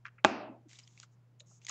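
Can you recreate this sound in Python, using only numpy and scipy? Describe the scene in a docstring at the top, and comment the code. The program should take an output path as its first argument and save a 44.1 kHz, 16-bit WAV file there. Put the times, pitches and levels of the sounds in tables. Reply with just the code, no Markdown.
"""A hard object set down on a table: one sharp knock that cracks, pings and rings the top in a small room.
Light plastic clicks come before it. Then a hand takes a foil card pack off a stack, with soft bumps:
the wrapper rustles, buckles in snaps, slides and starts to crinkle.
Mains hum and faint hiss underneath; the desk microphone is dull above 8 kHz."""
import sys
import numpy as np
from scipy import signal
from scipy.fft import rfft, irfft, next_fast_len
from scipy.io import wavfile

SR = 44100
rng = np.random.default_rng(int(sys.argv[2]) if len(sys.argv) > 2 else 0)


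def waveform_to_disk(signal):
    """Save audio, clipped to [-1, 1], as 16-bit WAV at the path in sys.argv[1]."""
    frames = np.transpose(np.atleast_2d(signal))
    scaled = np.clip(frames, -1, 1) * 32767
    samples = np.round(scaled).astype(np.int16)
    wavfile.write(sys.argv[1], SR, samples)


N = 74970
T = np.arange(N) / SR
FFT_SIZE = next_fast_len(N + SR // 2, real=True) // 2 * 2
HZ = np.fft.rfftfreq(FFT_SIZE, 1 / SR)

# room noise (frequency [Hz], gain [dB])
NOISE_EQ = [(25, -16.5), (60, -9), (100, -2.5), (165, 5), (230, -5), (400, -10), (600, -13.5), (1000, -15),
            (2000, -22.5), (4000, -30.5), (8400, -34), (9500, -15), (15000, -16.5)]
# room tail (frequency [Hz], level [dB], t60 [s], start of suppression [s])
ROOM_BANDS = [(90, -12.5, .35, .3), (174, -4.5, 0.65, 0.48), (290, -2, 0.88, 0.29), (700, -11, 0.93, 0.31),
              (1500, -12.5, .62, .23), (2694, -11, 0.59, 0.25), (4840, -10.5, 0.65, .17),
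              (7160, -10, 0.17, .12)]
# hand and stack bumps (time [s], level [dB], frequency [Hz], t60 [s])
BUMP_HITS = [(0.182, -53.5, 1430, 0.045), (.181, -53.5, 2255, 0.062), (0.495, -43, 259, 0.073),
             (0.656, -55, 275.9, 0.09), (1.0289, -53.5, 1338, 0.055), (1.404, -69.5, 562.6, 0.17),
             (1.509, -62.5, 690, 0.053), (1.511, -60, 1203, 0.028)]
# foil on foil (time [s], length [s], level [dB])
SLIDE_STROKES = [(0.85, 0.16, -77), (1.11, 0.046, -83), (1.39, 0.041, -77), (1.457, .14, -68.5)]
# sliding hiss (frequency [Hz], gain [dB])
SLIDE_EQ = [(1000, -32), (4500, -14), (5800, -0.5), (6800, 5.5), (7600, -4), (9000, -14)]
# rustle envelope (time [s], level [dB])
RUSTLE_ENVELOPE = [(.675, -100), (.695, -65.5), (.735, -63.5), (.775, -67), (.805, -68), (.86, -77),
                   (.95, -80.5), (1.0, -65.5), (1.045, -73), (1.075, -93.5), (1.38, -111), (1.6, -91.5),
                   (1.63, -71), (1.66, -74), (1.7, -43.5)]
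# foil snaps (time [s], level [dB], facet frequency [Hz], relative facet level [dB], t60 [s])
FOIL_SNAPS = [(0.6853, -57, 6260, 3, 0.011), (0.694, -61.5, 6300, -12, 0.022),
              (0.7131, -43.5, 1882, -11, .012), (0.731, -38.5, 1930, -8.5, 0.016),
              (0.7544, -51, 3700, -6, 0.042), (.765, -64, 3600, -16, 0.017),
              (0.7875, -36.5, 4940, -16.5, 0.039), (0.7986, -42.5, 2950, -9, 0.015),
              (.834, -60.5, 5080, 2.5, 0.046), (0.876, -41, 3500, -12, .012),
              (0.934, -58.5, 3300, -6.5, 0.014), (0.976, -43.5, 2400, -1.5, 0.012),
              (1.0004, -29, 4850, -13.5, 0.0035), (1.017, -54, 6700, 0, 0.013),
              (1.0291, -40.5, 4010, -24, 0.045), (1.397, -53, 6760, 3.5, 0.038),
              (1.399, -54, 3070, -2, 0.018), (1.404, -40, 3890, -9.5, 0.026),
              (1.616, -53.5, 2600, -3, 0.03), (1.6485, -39.5, 6400, -2, 0.022),
              (1.667, -27.5, 2227, -14.5, 0.014), (1.683, -32, 1880, -14, 0.061),
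              (1.6948, -30.5, 6450, 2.5, 0.0066), (1.696, -33.5, 1115, -2.5, 0.022)]
# foil timbre (frequency [Hz], gain [dB])
FOIL_EQ = [(300, -23.5), (1000, -11.5), (1550, -11.5), (2000, -3), (3200, -1.5), (5000, -3.5), (7000, 0.5),
           (8200, -10), (10000, -19)]
# plastic clicks (time [s], level [dB], relative edge level [dB])
CLICK_HITS = [(0.0488, -38.5, -1), (0.0538, -18, -16), (0.056, -24, -16), (.063, -22.5, -7.5),
              (0.067, -26, -7), (.074, -33.5, -8), (0.0817, -27, -16.5), (0.088, -35, -21.5)]
# click body (frequency [Hz], gain [dB])
PLASTIC_EQ = [(400, -32.5), (850, -20.5), (1100, -2), (1600, 3.5), (2400, -3.5), (3300, -16), (5000, -35.5),
              (8000, -49)]
# bright click edge (frequency [Hz], gain [dB])
EDGE_EQ = [(1500, -36.5), (4200, -7.5), (6000, -16), (7200, -26), (8200, -40.5)]
# edge touches, weight lands, object settles (time [s], table ring [dB], crack [dB], ping [dB])
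KNOCK_HITS = [(0.2429, -30, -15, -18.5), (.2476, -2.5, 4, -26.5), (.2542, -26, -21.5, -27)]
# table top modes (frequency [Hz], level [dB], t60 [s])
TABLE_MODES = [(93.4, -36, 0.12), (223.4, -22.5, 0.07635), (374.4, -19.5, 0.13), (650.4, -16.5, 0.062),
               (854.3, -8.5, 0.032), (910, -20.5, .03), (1152, -8, 0.021), (1385, -17, .03),
               (1560, -8.5, 0.018), (2290, -30, 0.017), (2516, -24, 0.046), (2705, -27, .04)]
# contact crack (frequency [Hz], gain [dB])
CRACK_EQ = [(400, -34.5), (1000, -19.5), (1800, 1), (3000, 4), (4500, -4.5), (6000, -5), (7600, -7.5),
            (9000, -12.5)]
# direct radiation of the knock (frequency [Hz], gain [dB])
RADIATION_EQ = [(45, -38.5), (68, -31), (92, -7.5), (125, -14), (160, -21.5), (195, -4.5), (3000, 1),
                (7800, -3.5), (8600, -7), (9300, -20), (11000, -27.5)]
# knock sent into the room (frequency [Hz], gain [dB])
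SPREAD_EQ = [(50, -15.5), (110, 1.5), (160, 5), (215, 22.5), (330, 22), (500, 14.5), (600, 26.5), (850, 26),
             (1050, 22.5), (1500, 20), (2050, 14), (2600, 18), (3300, 5), (5200, 2.5), (7500, -2),
             (8500, -15), (9300, -36.5)]
# microphone response (frequency [Hz], gain [dB])
MIC_EQ = [(7500, 2), (8400, -4.5), (9300, -20), (11000, -25), (15000, -22)]


def amp(db):
    """dB to gain."""
    return 10 ** (np.asarray(db) / 20)


def unit_rms(x):
    """Scale to rms 1."""
    return x / np.sqrt(np.mean(x ** 2) + 1e-20)


def log_interp(points, hz):
    """Read (frequency [Hz], value) points on a log axis."""
    points_hz, values = np.transpose(points)
    return np.interp(np.log(hz + 1), np.log(points_hz + 1), values)


def equalise(x, eq):
    """Minimum-phase filter from (frequency [Hz], gain [dB]) points."""
    cepstrum = irfft(np.log(amp(log_interp(eq, HZ))))
    cepstrum[1:FFT_SIZE // 2] *= 2
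    cepstrum[FFT_SIZE // 2 + 1:] = 0
    return irfft(rfft(x, FFT_SIZE) * np.exp(rfft(cepstrum)))[:N]


def rise(start_s, attack_s):
    """Exponential onset."""
    return 1 - np.exp(-np.maximum(T - start_s, 0) / attack_s)


def decay(start_s, t60_s):
    """Exponential decay, zero before the start."""
    return (T >= start_s) * amp(-60 * np.maximum(T - start_s, 0) / t60_s)


def ring(start_s, hz, t60_s):
    """One struck mode."""
    return decay(start_s, t60_s) * np.sin(2 * np.pi * hz * (T - start_s))


def noise_band(hz, half_width_hz):
    """Cluster of close resonances: narrow noise, rms 1."""
    spectrum = rfft(rng.standard_normal(FFT_SIZE)) / (1 + ((HZ - hz) / half_width_hz) ** 4)
    return unit_rms(irfft(spectrum)[:N])


def contact(start_s, t60_s, chatter_db):
    """Impulse plus brief surface chatter."""
    x = amp(chatter_db) * decay(start_s, t60_s) * rng.standard_normal(N)
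    x[min(round(start_s * SR), N - 1)] += 1
    return x


def background(hum_hz=119.8, hum_db=-65.5, noise_db=-71):
    """Mains hum and quiet room noise."""
    hum = np.sqrt(2) * np.sin(2 * np.pi * hum_hz * T)
    noise = unit_rms(equalise(rng.standard_normal(N), NOISE_EQ))
    return amp(hum_db) * hum + amp(noise_db) * noise


def room(x, build_s=0.0013, suppressor_fade_db_per_s=174.5):
    """Room tail, treble dying first; noise suppression cuts off its faint end."""
    hz, time_s, noise = signal.stft(rng.standard_normal(SR * 3 // 4), SR, nperseg=256)
    bands_hz, *columns = np.transpose(ROOM_BANDS)
    db, t60_s, knee_s = (log_interp(np.column_stack([bands_hz, c]), hz)[:, None] for c in columns)
    fall = amp(-60 * time_s / t60_s - suppressor_fade_db_per_s * np.maximum(time_s - knee_s, 0))
    build = 1 - np.exp(-time_s / build_s)
    energy_norm = np.sqrt(2 * np.log(1000) / (t60_s * SR))
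    tail = signal.istft(noise * amp(db) * fall * build * energy_norm, SR, nperseg=256)[1]
    return signal.fftconvolve(x, tail)[:N]


def bumps(width_ratio=0.19, attack_s=0.004):
    """Soft contacts of hand and stack, each a short dull resonance."""
    return sum(amp(db) * noise_band(hz, width_ratio * hz) * decay(at_s, t60_s) * rise(at_s, attack_s)
               for at_s, db, hz, t60_s in BUMP_HITS)


def slides():
    """The pack slips over its neighbours: thin friction hiss."""
    envelope = np.zeros(N)
    for at_s, length_s, db in SLIDE_STROKES:
        progress = np.clip((T - at_s) / length_s, 0, 1)
        envelope += amp(db) * np.sqrt(np.abs(np.sin(np.pi * progress)))
    return envelope * unit_rms(equalise(rng.standard_normal(N), SLIDE_EQ))


def wrapper(attack_per_t60=0.018, creases_per_s=8100, crease_spread_db=4):
    """Foil buckles in snaps, each ringing its own facet, over dense tiny creases."""
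    snaps = np.zeros(N)
    for at_s, db, hz, facet_db, t60_s in FOIL_SNAPS:
        facet_gain = amp(facet_db - log_interp(FOIL_EQ, hz)) / np.sqrt(2)  # offsets FOIL_EQ at hz
        facet = facet_gain * decay(at_s, t60_s) * noise_band(hz, half_width_hz=285)
        buckle = contact(at_s, t60_s, chatter_db=-4.5)
        snaps += amp(db) * (buckle + facet) * rise(at_s, attack_per_t60 * t60_s)
    triggers = rng.random(N) < creases_per_s / SR
    creases = triggers * rng.standard_normal(N) * amp(crease_spread_db * rng.standard_normal(N))
    rustle_db = np.interp(T, *np.transpose(RUSTLE_ENVELOPE))
    return equalise(snaps, FOIL_EQ) + amp(rustle_db) * unit_rms(equalise(creases, FOIL_EQ))


def clicks():
    """Light plastic rattles in the hand; some contacts have a bright edge."""
    hits = np.array([amp(db) * contact(at_s, t60_s=0.016, chatter_db=-8) for at_s, db, _ in CLICK_HITS])
    edge_gains = amp(np.array(CLICK_HITS)[:, 2])
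    return equalise(hits.sum(0), PLASTIC_EQ) + equalise(edge_gains @ hits, EDGE_EQ)


def knock_spread():
    """The knock summed over all directions: broad pulses that drive the room."""
    pulses = np.zeros(N)
    for at_s, db, _, _ in KNOCK_HITS:
        pulses[round(at_s * SR)] += amp(db)
    return equalise(pulses, SPREAD_EQ)


def knock(travel_at_1khz_s=0.0003, crack_trim_db=-1):
    """Each contact cracks, pings the object and rings the table top."""
    top, crack, ping = np.zeros((3, N))
    for at_s, top_db, crack_db, ping_db in KNOCK_HITS:
        for hz, mode_db, t60_s in TABLE_MODES:
            lag_s = travel_at_1khz_s * (np.sqrt(1000 / hz) - 1)  # bending waves: low modes arrive later
            top += amp(top_db + mode_db) * ring(at_s + lag_s, hz, t60_s)
        crack += amp(crack_db + crack_trim_db) * contact(at_s, t60_s=0.016, chatter_db=-17.5)
        ping += amp(ping_db) * ring(at_s, hz=3200, t60_s=0.0018)
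    return equalise(top + ping + equalise(crack, CRACK_EQ), RADIATION_EQ)


def scene(handling_send_db=-12):
    """The knock fills the room; handling stays nearly dry."""
    handling = clicks() + wrapper() + slides() + bumps()
    direct = knock() + handling
    reverb = room(knock_spread() + amp(handling_send_db) * handling)
    return (direct + reverb + background())[None]


def record(dry, peak_limit=0.7, cutoff_hz=15750):
    """Desk microphone: rounded peaks, dull top, band limit."""
    rounded = dry[0] / (1 + (dry[0] / peak_limit) ** 8) ** (1 / 8)
    dulled = equalise(rounded, MIC_EQ)
    return irfft(rfft(dulled, FFT_SIZE) * (HZ < cutoff_hz))[None, :N]


dry = scene()
out = record(dry)
waveform_to_disk(out)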